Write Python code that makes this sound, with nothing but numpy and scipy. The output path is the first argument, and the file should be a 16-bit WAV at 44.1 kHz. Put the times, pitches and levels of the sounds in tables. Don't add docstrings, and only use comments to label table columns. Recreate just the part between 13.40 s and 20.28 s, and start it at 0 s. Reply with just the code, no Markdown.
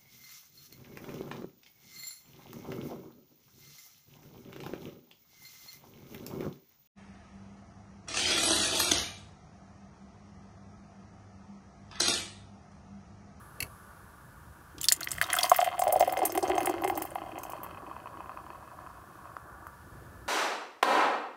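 import sys
import numpy as np
from scipy import signal
from scipy.fft import rfft, irfft
from scipy.io import wavfile
from scipy.ndimage import uniform_filter1d

SR = 44100
rng = np.random.default_rng(int(sys.argv[2]) if len(sys.argv) > 2 else 0)


def wav_out(sig):
    wavfile.write(sys.argv[1], SR, np.round(np.clip(np.atleast_2d(sig).T, -1, 1) * 32767).astype(np.int16))


def invert_db(x):
    u = np.asarray(x, float) / 20
    return 10 ** u


N = 303401

# pitch_hz, level_db (per Hz)
FAN_COLOUR = [(110, -28.5), (170, -2), (300, -15), (550, -13.5), (900, -11), (1200, -8), (1700, -11),
              (1900, -22.5), (2600, -27), (4000, -29.5), (15650, -29), (15900, -48.5)]
# middle_s, low_level_db, upper_level_db, half_length_s
BUMPS = [
    (0.24, -63, -56.5, 0.049),
    (1.383, -56, -64, 0.04),
    (1.77, -51.5, -71, 0.061),
    (3.6, -67, -90, 0.69),
    (4.306, -78, -60, 0.78),
    (6.657, -56.5, -61, 0.2),
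]
# start_s, level_db
GAS_PUFFS = [
    (0, -68),
    (.24, -66.5),
]
# middle_s, level_db, half_length_s
FAN_SURGE = (6.15, -56, 0.18)
# start_s, level_db, thud_db (compared with the crack)
CAN_TICKS = [
    (0.204, -20, -34),
    (0.223, -32, -30),
    (0.226, -20, -2.5),
]
# pitch_hz, width_hz, level_db
CAN_MODES = [(2050, 60, 3), (2250, 170, 9), (2680, 170, 11), (340, 90, -6), (1150, 100, -6), (4410, 220, 5),
             (10900, 610, 4)]
# time_s, vigour_db, cushion_db (highs softened by beer and foam)
STREAM = [(1.3, -79, -9), (1.7, -51, -2), (2.0, -36.5, 5), (2.25, -42.5, 2), (2.34, -39.5, 9),
          (2.5, -39.5, 12.5), (3.2, -32, 16.5), (3.5, -38, 18), (3.9, -45, 9), (4.3, -46.5, 15),
          (5.2, -50, 24), (6.0, -54, 38.5), (6.8, -74, 14)]
# time_s, pitch_hz
CAVITY = [(1.4, 2210), (1.82, 1950), (2.1, 1260), (2.45, 670), (2.72, 530), (2.88, 357), (3.6, 321),
          (4.1, 834), (4.5, 961), (6.8, 1110)]
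# time_s, pitch_hz
AIR_COLUMN = [(1.4, 698), (2.3, 727), (3.0, 752), (3.8, 802.5), (6.8, 720)]
# time_s, cover_0_to_1
FOAM_COVER = [(3.5, 0.06), (4.4, 0.8)]
# pitch_hz, width_hz, level_db
GLASS_MODES = [(990, 320, -2.5), (1100, 45, -8.5), (2100, 55, -1.5), (2550, 120, -22.5), (3120, 160, -7),
               (4400, 170, -6)]
# pitch_hz, width_hz, level_db
CROSS_MODES = [(5150, 420, -6), (6365, 140, -1), (7680, 180, -4), (8700, 220, -1), (9050, 200, -2),
               (10340, 170, -1), (10930, 160, -4), (11250, 150, -4), (11910, 200, -1), (12650, 220, 1),
               (13600, 220, 0), (14600, 200, -4), (15140, 140, -4), (15520, 170, 0)]
# pitch_hz, width_hz, level_db
FOAM_MODES = [(2550, 180, 9), (2960, 130, 2.5), (3123, 91, 0.5), (4400, 220, 4)]
# time_s, level_db
INTAKE = [(1.32, -71), (1.35, -56.5), (1.8, -60), (2.3, -66.5), (4.0, -53), (5.0, -62.5), (6.0, -66),
          (6.8, -62.5)]
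# start_s, level_db, spray_pitch_hz, bright_db (compared with the peak)
SPLATS = [(1.382, -27.5, 3280, -14), (1.407, -33, 3480, -19), (1.413, -17, 7200, -9.5),
          (1.432, -25, 8640, 6.5), (1.43, -25.5, 3080, -30), (1.442, -15.5, 3600, -31),
          (1.442, -15, 9600, -6.5), (1.453, -15, 10200, -9.5), (1.485, 1.5, 4400, -21),
          (1.5, -19, 11300, -3.5), (1.522, 0, 7030, -7), (1.527, -8.5, 9140, -15.5),
          (1.607, -23.5, 6700, 2.5), (1.631, -16.5, 4300, -34), (1.643, -20, 13510, -25),
          (1.6858, -25.5, 5860, -22), (1.708, -20.5, 7260, -21), (1.716, -13, 8200, -26),
          (1.779, -30, 8100, -10.5), (1.814, -14.5, 2140, -0.5), (1.824, -21.5, 4400, 5.5),
          (1.84, -20.5, 3720, -21), (1.901, -16, 3170, -15.5), (1.931, -9, 10600, -12),
          (1.952, -16.5, 8160, -15), (1.965, -17, 13140, 0), (1.987, -10, 3380, -4),
          (2.009, -18, 5700, -14.5), (2.031, -8.5, 4660, -22.5), (2.034, -9.5, 9970, -19),
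          (2.05, -16, 3160, -18), (2.096, -22.5, 6250, 12), (2.117, -31, 2320, 6)]
# start_s, air_column_db, bubble_db, bubble_pitch_hz
BUBBLES = [(1.516, -34.5, -22, 1830), (1.611, -41, -29.5, 1430), (1.673, -66, -18.5, 2014),
           (1.716, -46, -36.5, 1200), (1.783, -42, -24.5, 1830), (1.814, -34, -12.5, 1650),
           (1.822, -54, -21, 1930), (1.83, -31.5, -27, 1230), (1.903, -52.5, -21, 2020),
           (1.929, -53, -16.5, 1970), (1.94, -28.5, -18.5, 1520), (1.969, -31.5, -20, 1330),
           (1.988, -24, -50, 1200), (2.032, -28.5, -39, 625), (2.042, -21.5, -17.5, 1014),
           (2.05, -33, -25, 990), (2.08, -52, -33, 1040), (2.116, -6.5, -5, 1044),
           (2.161, -56, -22.5, 1930), (3.421, -31, -29, 970), (3.651, -27, -30, 1000),
           (3.782, -29, -32, 1075), (3.818, -33, -30, 990),
           (2.189, -12.5, -20, 1170), (2.202, -22, -44, 1100), (2.214, -20.5, -38, 1160),
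                  (2.225, -13.5, -30, 990), (2.262, -22, -45, 1006), (2.274, -16.5, -25, 1060),
                  (2.38, -27, -59, 660), (2.394, -17, -40, 650), (2.42, -14, -19.5, 1000),
                  (2.439, -21, -44, 650), (2.469, -16, -16, 662), (2.479, -17, -17.5, 650),
                  (2.49, -25, -18.5, 613), (2.5, -33, -24, 676), (2.525, -18, -18.5, 595),
                  (2.536, -16.5, -22, 598), (2.559, -12.5, -15.5, 644), (2.568, -29, -23, 526),
                  (2.601, -17.5, -37, 624), (2.608, -10, -11, 635), (2.625, -11, -17.5, 615),
                  (2.675, -17, -20.5, 530), (2.694, -28, -36, 546), (2.724, -19.5, -32, 564),
                  (2.77, -21.5, -24, 550), (2.818, -15, -20, 623), (3.037, -18.5, -30, 950),
                  (3.091, -23, -28, 586), (3.204, -24, -39, 590), (3.554, -28, -31, 613)]
# start_s, air_column_db, bubble_db
LARGE_GULPS = [(2.736, -25, -37), (2.791, -23, -25), (2.83, -17.5, -23.5), (2.84, -59, -37),
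               (2.853, -23.5, -39), (2.864, -31, -49), (2.924, -41, -30.5), (2.951, -23.5, -46),
               (2.975, -17, -22), (3.005, -45, -44), (3.027, -20.5, -21), (3.1, -16.5, -21.5),
               (3.11, -36, -34), (3.135, -28, -23.5), (3.142, -26, -49), (3.154, -23, -44),
               (3.179, -14.5, -28), (3.189, -21, -45), (3.214, -37, -29), (3.273, -17.5, -25),
               (3.295, -19.5, -25), (3.436, -24, -32), (3.447, -16, -24), (3.476, -25, -25),
               (3.499, -17, -44), (3.525, -27, -33), (3.576, -21, -30.5), (3.617, -25, -35.5),
               (3.756, -19.5, -58)]
# start_s, level_db, strongest_pitch_hz, coarse_drops_db
SPRAYS = [(2.1155, -23.5, 9000, -40), (2.1425, -25, 13300, -33.5), (2.1617, -13, 14600, -34.5),
          (2.2016, -44, 8770, -31), (2.2435, -23.5, 10000, -37), (2.3934, -36, 15600, -50),
          (2.3926, -18.5, 9400, -41), (2.4182, -29, 9010, -32.5), (2.436, -24, 15500, -48),
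          (2.478, -27, 9400, -46), (2.478, -33, 15500, -41), (2.523, -12, 15900, -38),
          (2.563, -29, 9020, -44), (2.5953, -18.5, 15500, -39), (2.6033, -24, 8500, -31),
          (2.6746, -29, 11850, -45), (2.629, -33, 13000, -54), (2.723, -23, 12100, -46),
          (2.772, -31, 12300, -38), (2.788, -30, 9500, -41), (2.8295, -43, 12600, -42),
          (2.852, -9.5, 11500, -32), (2.9001, -44, 8690, -36), (2.921, -24, 12600, -35),
          (2.951, -25, 12700, -42), (2.9751, -24, 10000, -30.5), (3.006, -43, 12700, -51),
          (3.027, -34, 8600, -34), (3.0762, -40, 12000, -39.5), (3.0971, -31, 9300, -39),
          (2.645, -35, 13000, -43.5), (3.1525, -32, 8850, -47), (3.179, -31, 15500, -35),
          (3.2046, -29, 12500, -44), (3.229, -29, 12000, -44), (3.2567, -15.5, 9900, -55),
          (3.295, -29, 12500, -39.5), (3.417, -34, 13500, -58), (3.442, -26.5, 11700, -36),
          (3.4763, -27, 9600, -47), (3.4983, -26.5, 14800, -44), (3.5521, -40, 13600, -44.5),
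          (3.5601, -41, 8700, -58), (3.574, -23.5, 14600, -60), (3.599, -51, 11600, -47),
          (3.6195, -21, 12100, -38), (3.6509, -28, 14600, -59), (3.7043, -35.5, 10800, -68),
          (2.696, -38, 11900, -43.5), (3.7501, -33.5, 11200, -64)]
# start_s, level_db, spray_pitch_hz
STRAY_DROPS = [
    (3.985, -34, 7840),
    (4.0126, -57, 7760),
    (4.033, -27.5, 7800),
    (4.099, -31.5, 14800),
    (4.12, -34.5, 7700),
    (4.232, -29.5, 13300),
    (6.2685, -40.5, 14700),
]
# start_s, level_db, strongest_pitch_hz
PINCHES = [(2.116, -23, 1990), (2.1466, -26, 2070), (2.1848, -25, 2040), (2.2139, -20, 3140),
           (2.2462, -28.5, 2050), (2.271, -28, 2040), (2.318, -38, 3160), (2.3279, -36, 2090),
           (2.3796, -35.5, 2030), (2.392, -32, 3240), (2.4168, -29, 2150), (2.4366, -34, 1930),
           (2.4686, -33, 1800), (2.477, -30, 2130), (2.497, -35, 2050), (2.5228, -35, 2090),
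           (2.555, -34.5, 2140), (2.6018, -32, 1830), (2.6077, -24, 2080), (2.6254, -24.5, 2090),
           (2.6764, -38, 2050), (2.6947, -29.5, 3060), (2.7225, -34, 2100), (2.737, -33.5, 2070),
           (2.7688, -24, 2080), (2.7908, -31, 2070), (2.8178, -31.5, 2090), (2.8492, -30.5, 1940),
           (2.8612, -32, 2170), (2.9192, -34.5, 2130), (2.951, -29, 2050), (2.9748, -25.5, 2090),
           (3.0326, -45, 3100), (3.1, -28, 2080), (3.1169, -22.5, 2550), (3.1793, -24, 2520),
           (3.2046, -27, 2120), (3.2564, -35, 2570), (3.2703, -21.5, 2180), (3.2947, -32, 2540),
           (3.3303, -35, 2570), (3.3805, -34.5, 2150), (3.437, -26, 2600), (3.447, -28, 2090),
           (3.4753, -26, 2080), (3.4975, -25, 2080), (3.575, -32, 2460), (3.6209, -30.5, 2550),
           (3.7554, -32, 2560)]
# start_s, level_db, bubble_pitch_hz, upper_modes_db
FOAM_POPS = [(3.818, -36, 789, -49.5), (3.866, -36, 780, -67), (3.956, -36, 750, -48),
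             (3.979, -23.5, 740, -50), (4.052, -25, 794, -57), (3.917, -37, 780, -48.5),
             (4.095, -25, 755, -52), (4.12, -38, 1070, -49), (4.134, -20.5, 870, -57),
             (4.156, -32.5, 616, -61), (4.183, -36, 915, -57), (4.232, -29.5, 950, -55),
             (4.245, -27, 950, -64), (4.264, -26.5, 900, -58), (4.31, -35, 1050, -51),
             (4.346, -31, 947, -54), (4.373, -31.5, 1000, -55), (4.465, -31, 957, -56.5),
             (4.496, -37, 1010, -62.5), (4.513, -28.5, 910, -55), (4.565, -26, 980, -56.5),
             (4.601, -37, 1030, -55), (4.658, -26.5, 956, -56.5), (4.672, -29.5, 980, -52.5),
             (4.035, -28, 900, -46.5), (4.772, -29.5, 1030, -59), (4.805, -24.5, 920, -53.5),
             (4.859, -32.5, 1060, -59), (4.894, -24.5, 1090, -54), (4.917, -30.5, 1060, -60),
             (4.973, -24.5, 1040, -53.5), (5.039, -43, 990, -75.5), (5.065, -31.5, 1080, -59.5),
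             (5.103, -25, 988, -52.5), (5.148, -31.5, 1080, -69), (5.226, -31.5, 974, -71),
             (5.276, -35.5, 1090, -71), (5.315, -34, 1056, -70), (5.389, -29.5, 1060, -67.5),
             (5.464, -31, 1100, -61.5), (5.55, -46.5, 980, -75), (5.724, -41, 1100, -74),
             (5.841, -42, 740, -80), (5.855, -30.5, 1100, -80)]
# start_s, level_db
DRIPS = [
    (5.967, -24.5),
    (6.268, -28.5),
]
# pitch_hz, width_hz
NOTCHES = [(470, 40), (880, 120), (2260, 240)]

COLUMN_WIDTH_HZ = 57
GULP_HZ, GULP_WIDTH_HZ = 333, 33
MODE_SCATTER_DB = 5


def unit(x):
    return x / np.sqrt(np.mean(x ** 2) + 1e-20)


def peak_one(x):
    return x / (np.max(np.abs(x)) + 1e-20)


def even(x):
    return x / np.sqrt(uniform_filter1d(x ** 2, size=SR // 2) + 1e-20)


def at(curve, s):
    return np.interp(s, *np.transpose(curve))


def in_time(rows):
    s, *columns = np.transpose(rows)
    return [np.interp(np.arange(N) / SR, s, column) for column in columns]


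def add(out, s, sound):
    i = round(s * SR)
    out[i:i + len(sound)] += sound[:N - i]


def band(x, low_hz, high_hz):
    limits = [low_hz, min(high_hz, SR * 9 / 20)]
    return signal.sosfilt(signal.butter(2, limits, "band", fs=SR, output="sos"), x)


def resonance(x, hz, width_hz):
    r = np.exp(-np.pi * width_hz / SR)
    feed = np.array([1, 0, -1]) * (1 - r * r) / 2
    return signal.lfilter(feed, [1, -2 * r * np.cos(2 * np.pi * hz / SR), r * r], x)


def through(x, modes):
    return sum(invert_db(db) * resonance(x, hz, width_hz) for hz, width_hz, db in modes)


def drift(rate):
    knots = rng.standard_normal(int(N / SR * 40) + 2)
    return np.interp(np.arange(N) / SR * rate, np.arange(len(knots)), knots)


def grains(per_s, spread_db):
    sizes = invert_db(spread_db * np.minimum(rng.exponential(1, N), 3.2))
    sizes = sizes * rng.choice([-1, 1], N)
    likely = per_s * invert_db(4.0 * drift(18)) / SR
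    return sizes * (rng.random(N) < likely) + 1e-18


def burst(t60, tail_db, tail_t60):
    t = np.arange(SR // 8) / SR
    fade = invert_db(-60 * t / t60) + invert_db(tail_db - 60 * t / tail_t60)
    return fade * (1 - np.exp(-t / 0.00018))


def bubble(hz, cycles, rise, swell=0.95, squeeze=0):
    turns = np.arange(SR // 8) / SR * hz
    phase = turns * (1 + rise * turns) + squeeze * (1 - np.exp(-turns / 0.91))
    return np.sin(2 * np.pi * phase) * invert_db(-60 * turns / cycles) * (1 - np.exp(-turns / swell))


def wake(x, power):
    after = signal.lfilter([1], [1, -np.exp(-1 / (0.017 * SR))], np.abs(x))
    return (after / (uniform_filter1d(after, size=SR // 3) + 1e-9) + 0.12) ** power


def fan_surge(air):
    s, db, half_s = FAN_SURGE
    swell = np.exp(-((np.arange(N) / SR - s) / half_s) ** 2)
    return invert_db(db) * swell * band(air, 310, 1900)


def rumble(white):
    t = np.arange(N) / SR
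    low, upper = invert_db(-56.5 - 0.2 * t), invert_db(-70.5)
    for s, low_db, upper_db, half_s in BUMPS:
        swell = np.exp(-((t - s) / half_s) ** 2)
        low = low + invert_db(low_db) * swell
        upper = upper + invert_db(upper_db) * swell
    deep = unit(band(band(white, 40, 190), 51, 140))
    return invert_db(1.5 * drift(9)) * (low * deep + upper * unit(band(white, 140, 630)))


def fizz(white):
    t, settle_t60_s = np.arange(N) / SR, 1.4
    gas = invert_db(-74.5)
    for s, db in GAS_PUFFS:
        gas = gas + invert_db(db - 60 * (t - s) / settle_t60_s) * (t >= s)
    return gas * unit(band(band(white, 9600, 11800), 9000, 12500))


def room_tone():
    white = rng.standard_normal((3, N))
    hz, db = np.transpose(FAN_COLOUR)
    colour = invert_db(np.interp(np.log(np.fft.rfftfreq(N, 1 / SR) + 1), np.log(hz), db))
    air = unit(irfft(rfft(white[0]) * colour, N))
    vent = sum(invert_db(-2.54 + 3.5 * drift(1.9)) * resonance(air, hz, 36) for hz in (950, 1160, 1450, 1730))
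    air = air + vent
    return invert_db(-56.5 + 0.4 * drift(3.8)) * air + fan_surge(air) + rumble(white[1]) + fizz(white[2])


def can_ticks():
    out, shape = np.zeros(N), burst(0.021, -20.0, 0.1)
    noises = rng.standard_normal((len(CAN_TICKS), len(shape)))
    for (s, db, thud_db), noise in zip(CAN_TICKS, noises):
        snap = noise * shape + 3.5 * (np.arange(len(shape)) == 4)
        crack = through(snap, CAN_MODES) + invert_db(-5.5) * band(snap, 3200, 13400)
        thud = invert_db(thud_db) * bubble(91.0, 4.0, rise=0)
        add(out, s, invert_db(db) * (peak_one(crack) + thud))
    return out


def glass(x, column_hz, direct_db):
    steps, step = np.linspace(column_hz.min(), column_hz.max(), 5, retstep=True)
    column = np.zeros(N)
    for hz in steps:
        nearness = np.maximum(1 - np.abs(column_hz - hz) / step, 0)
        column += resonance(x, hz, COLUMN_WIDTH_HZ) * nearness
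    return through(x, GLASS_MODES) + invert_db(9.5) * column + invert_db(direct_db) * x


def gurgle(clicks, cover):
    size_hz, column_hz = in_time(CAVITY)[0], in_time(AIR_COLUMN)[0]
    dealt, swarm = rng.integers(0, 12, N), np.zeros(N)
    for k, hz in enumerate(np.geomspace(300, 1800, 12)):
        likely = invert_db(-13 * np.log2(hz / size_hz) ** 2) + invert_db(-15)
        swarm += resonance(clicks * (dealt == k) * likely, hz, 0.18 * hz) / np.sqrt(hz)
    ringing = glass(swarm, column_hz, direct_db=-9) * (1 - 0.81 * cover)
    muffled = through(through(swarm, GLASS_MODES[:2]), GLASS_MODES[:2])
    deeper = resonance(swarm, 630, 210)
    gulping = (GULP_HZ / size_hz) ** 0.6 * resonance(swarm, GULP_HZ, GULP_WIDTH_HZ)
    return even(ringing + cover * (invert_db(6.5) * muffled + invert_db(-0.5) * deeper) + invert_db(1.5) * gulping)


def patter(drops, cover):
    direct = band(band(drops, 1500, 3400), 1500, 3400) * invert_db(-9)
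    tops = band(drops, 1100, 3100)
    lower = (direct + through(tops, GLASS_MODES[2:3])) * (1 - 0.21 * cover)
    upper = through(through(tops, GLASS_MODES[3:]), GLASS_MODES[3:])
    return even(lower + invert_db(8.5) * upper)


def stream(plop_sound, splat_sound):
    vigour_db, cushion_db = in_time(STREAM)
    cover = in_time(FOAM_COVER)[0]
    patter_db = vigour_db + 0.5 - 0.97 * cushion_db - 4 * cover
    spray_db = vigour_db - 3 - 1.39 * cushion_db
    clicks = grains(1700, spread_db=9.5 - 5 * cover)
    drops = unit(grains(700, spread_db=11.5)) + invert_db(-7.5) * even(clicks)
    mist = grains(1500, spread_db=4.5)
    hiss = band(mist, 3500, 16000)
    spray = even(invert_db(-2.5) * hiss + through(hiss, CROSS_MODES))
    crackle = even(through(through(unit(mist) + invert_db(-6.0) * drops, FOAM_MODES), FOAM_MODES))
    crackle = invert_db(-21.5) * np.sqrt(cover / FOAM_COVER[-1][1]) * crackle
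    out = invert_db(vigour_db) * gurgle(clicks, cover) * wake(plop_sound, 0.12)
    out += invert_db(patter_db) * patter(drops, cover) * wake(plop_sound, 0.39)
    out += invert_db(spray_db) * spray * wake(splat_sound, 0.5)
    out += invert_db(vigour_db) * crackle * wake(plop_sound, 0.33)
    return out * (np.arange(N) > STREAM[0][0] * SR)


def intake():
    hz, width_hz = 317.6, 78
    hum = resonance(grains(300, spread_db=10.0), hz, width_hz)
    return invert_db(in_time(INTAKE)[0]) * even(resonance(hum, hz, 1.6 * width_hz))


def splats():
    out, shape = np.zeros(N), burst(0.021, -18.0, 0.06)
    noises = rng.standard_normal((len(SPLATS), 2, len(shape)))
    brights = band(noises[:, 1] * shape, 6182, 16110)
    for (s, db, hz, bright_db), noise, bright in zip(SPLATS, noises, brights):
        splash = noise[0] * shape
        core = resonance(splash + 5.6 * (np.arange(len(shape)) == 20), hz, 0.04 * hz)
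        skirt = band(splash, max(0.23 * hz, 2100), 2.0 * hz)
        parts = invert_db(-5.0) * peak_one(core) + invert_db(-8.5) * peak_one(skirt)
        parts = parts + invert_db(bright_db - 4.0) * peak_one(bright)
        add(out, s - .0002, invert_db(db) * parts)
    out = invert_db(-4.5) * out + invert_db(-3.5) * through(out, CROSS_MODES) + sprays()
    softened = signal.sosfilt(signal.cheby1(8, .5, 15700, fs=SR, output="sos"), out)
    return softened + invert_db(-23.5) * out


def pinch_clicks():
    click = band(-bubble(1934.0, 1.16, rise=0), 1580, 3900)
    return click, band(click, 1000, 4100)


def pinch(clicks, strengths_db):
    modes = [(hz, width, db + extra) for (hz, width, db), extra in zip(GLASS_MODES[2:], strengths_db)]
    return peak_one(through(clicks[0], modes) + invert_db(-13) * clicks[1])


def bubble_plops():
    out, clicks = np.zeros(N), pinch_clicks()
    gulps = [(*row, at(CAVITY, row[0])) for row in LARGE_GULPS]
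    rows = BUBBLES + gulps
    for (s, column_db, bubble_db, hz), chance in zip(rows, rng.standard_normal((len(rows), 7))):
        big = hz < 500
        cycles = (22.0 if hz < 800 else 13.0) * 2 ** (.15 * chance[0])
        pulse = bubble(hz * (1 + 0.05 * chance[1] * big), cycles, rise=0.0036, squeeze=0.39 * big)
        body = pulse + invert_db(-13.5) * resonance(pulse, GULP_HZ, GULP_WIDTH_HZ)
        column_hz = at(AIR_COLUMN, s) + 8 * chance[2]
        kick = resonance(bubble(column_hz, 12.0, rise=0, swell=0.59), column_hz, 340)
        open_air = max(1 - 0.7 * at(FOAM_COVER, s) / 0.13, 0)
        column = kick + invert_db(3.0) * open_air * resonance(kick, column_hz, COLUMN_WIDTH_HZ)
        add(out, s, invert_db(bubble_db) * peak_one(body) + invert_db(column_db) * peak_one(column))
        if s < PINCHES[0][0]:
            tick = pinch(clicks, MODE_SCATTER_DB * chance[3:])
            add(out, s, invert_db(max(column_db, bubble_db) - 4) * tick)
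    return out


def sprays():
    out, shape = np.zeros(N), burst(0.011, -11.0, 0.067)
    shape = shape * (1 - np.exp(-np.arange(len(shape)) / SR / 0.00053))
    rows = SPRAYS + [(*row, row[1] - 31) for row in STRAY_DROPS]
    noises = rng.standard_normal((len(rows), 3, len(shape)))
    steps = np.repeat(noises[:, 2, ::40], repeats=40, axis=1)[:, :len(shape)]
    lumps = shape * invert_db(4.0 * steps)
    wides = band(noises[:, 0] * lumps, 8000, 17600)
    coarses = band(noises[:, 1] * lumps, 4230, 8270)
    for (s, db, hz, coarse_db), noise, lump, wide, coarse in zip(rows, noises, lumps, wides, coarses):
        fine = band(noise[0] * lump, 0.83 * hz, 1.234 * hz) + invert_db(-2.5) * wide
        modes = [(mode_hz, width, mode_db + MODE_SCATTER_DB * extra)
                 for (mode_hz, width, mode_db), extra in zip(CROSS_MODES, noise[2, ::-1])]
        fine = peak_one(invert_db(-8) * fine + through(fine, modes))
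        coarse = peak_one(invert_db(-8) * coarse + through(coarse, modes))
        add(out, s, invert_db(db - 2) * fine + invert_db(coarse_db + 6) * coarse)
    return out


def pinch_ticks():
    out, clicks = np.zeros(N), pinch_clicks()
    upper_hz = np.array(GLASS_MODES)[2:, 0]
    for s, db, hz in PINCHES:
        strengths_db = -15 * np.abs(np.log2(upper_hz / hz))
        add(out, s + 0.000877, invert_db(db + 5.5) * pinch(clicks, strengths_db))
    return out


def gulp_knocks():
    out = np.zeros(N)
    ringing = through(-bubble(1120.0, 10.0, rise=0), GLASS_MODES[:2])
    knock = peak_one(ringing - invert_db(-2.0) * bubble(1290.0, 4.5, rise=0))
    for s, column_db, _ in LARGE_GULPS:
        add(out, s - .001, invert_db(column_db - 12) * knock)
    return out


def foam_pops():
    out, click = np.zeros(N), band(bubble(2030.0, 2.9, rise=0), 2000, 5400)
    chances = rng.standard_normal((len(FOAM_POPS), 4))
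    for (s, db, hz, tick_db), chance in zip(FOAM_POPS, chances):
        pulse = bubble(hz, 6.2, rise=0.0016)
        body = through(pulse, GLASS_MODES) + invert_db(1.0) * pulse
        modes = [(mode_hz, width, mode_db + 6.0 * extra)
                 for (mode_hz, width, mode_db), extra in zip(FOAM_MODES, chance)]
        muffled = peak_one(through(click, modes))
        add(out, s, invert_db(db - 2.5) * peak_one(body) + invert_db(tick_db + 11.5) * muffled)
    return out


def drips():
    out, shape = np.zeros(N), burst(0.009, -27, 0.026)
    plop = peak_one(bubble(1130, 5, rise=0.0043))
    for (s, db), noise in zip(DRIPS, rng.standard_normal((len(DRIPS), len(shape)))):
        crack = peak_one(band(noise * shape, 1500, 9200))
        add(out, s, invert_db(db) * (plop + invert_db(-23) * crack))
    return out


def walls(x):
    out = np.zeros(N)
    for delay_s, db in [(.0031, -19.5), (.0085, -23), (.016, -22), (.027, -30), (.041, -28.5)]:
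        add(out, delay_s, invert_db(db) * x)
    return out


def scene():
    plop_sound = bubble_plops() + pinch_ticks() + gulp_knocks() + foam_pops()
    splat_sound = splats()
    beer = plop_sound + stream(plop_sound, splat_sound)
    deep = np.clip((np.arange(N) / SR - 2.2) / 1.5, 0, 1)
    beer = beer - 0.88 * deep * resonance(beer, 3560, 990)
    near = band(beer + splat_sound + drips(), 310, 19540)
    for hz, width_hz in NOTCHES:
        near = near - 0.87 * resonance(near, hz, width_hz)
    near = near + can_ticks() + intake()
    return (near + walls(near) + room_tone())[None]


def top_cut(x):
    return signal.sosfilt(signal.butter(12, 16990, fs=SR, output="sos"), x)


def record(dry):
    mix = signal.sosfilt(signal.cheby2(10, 50, 16950, fs=SR, output="sos"), dry)
    return top_cut(mix)


dry = scene()
out = record(dry)
wav_out(out)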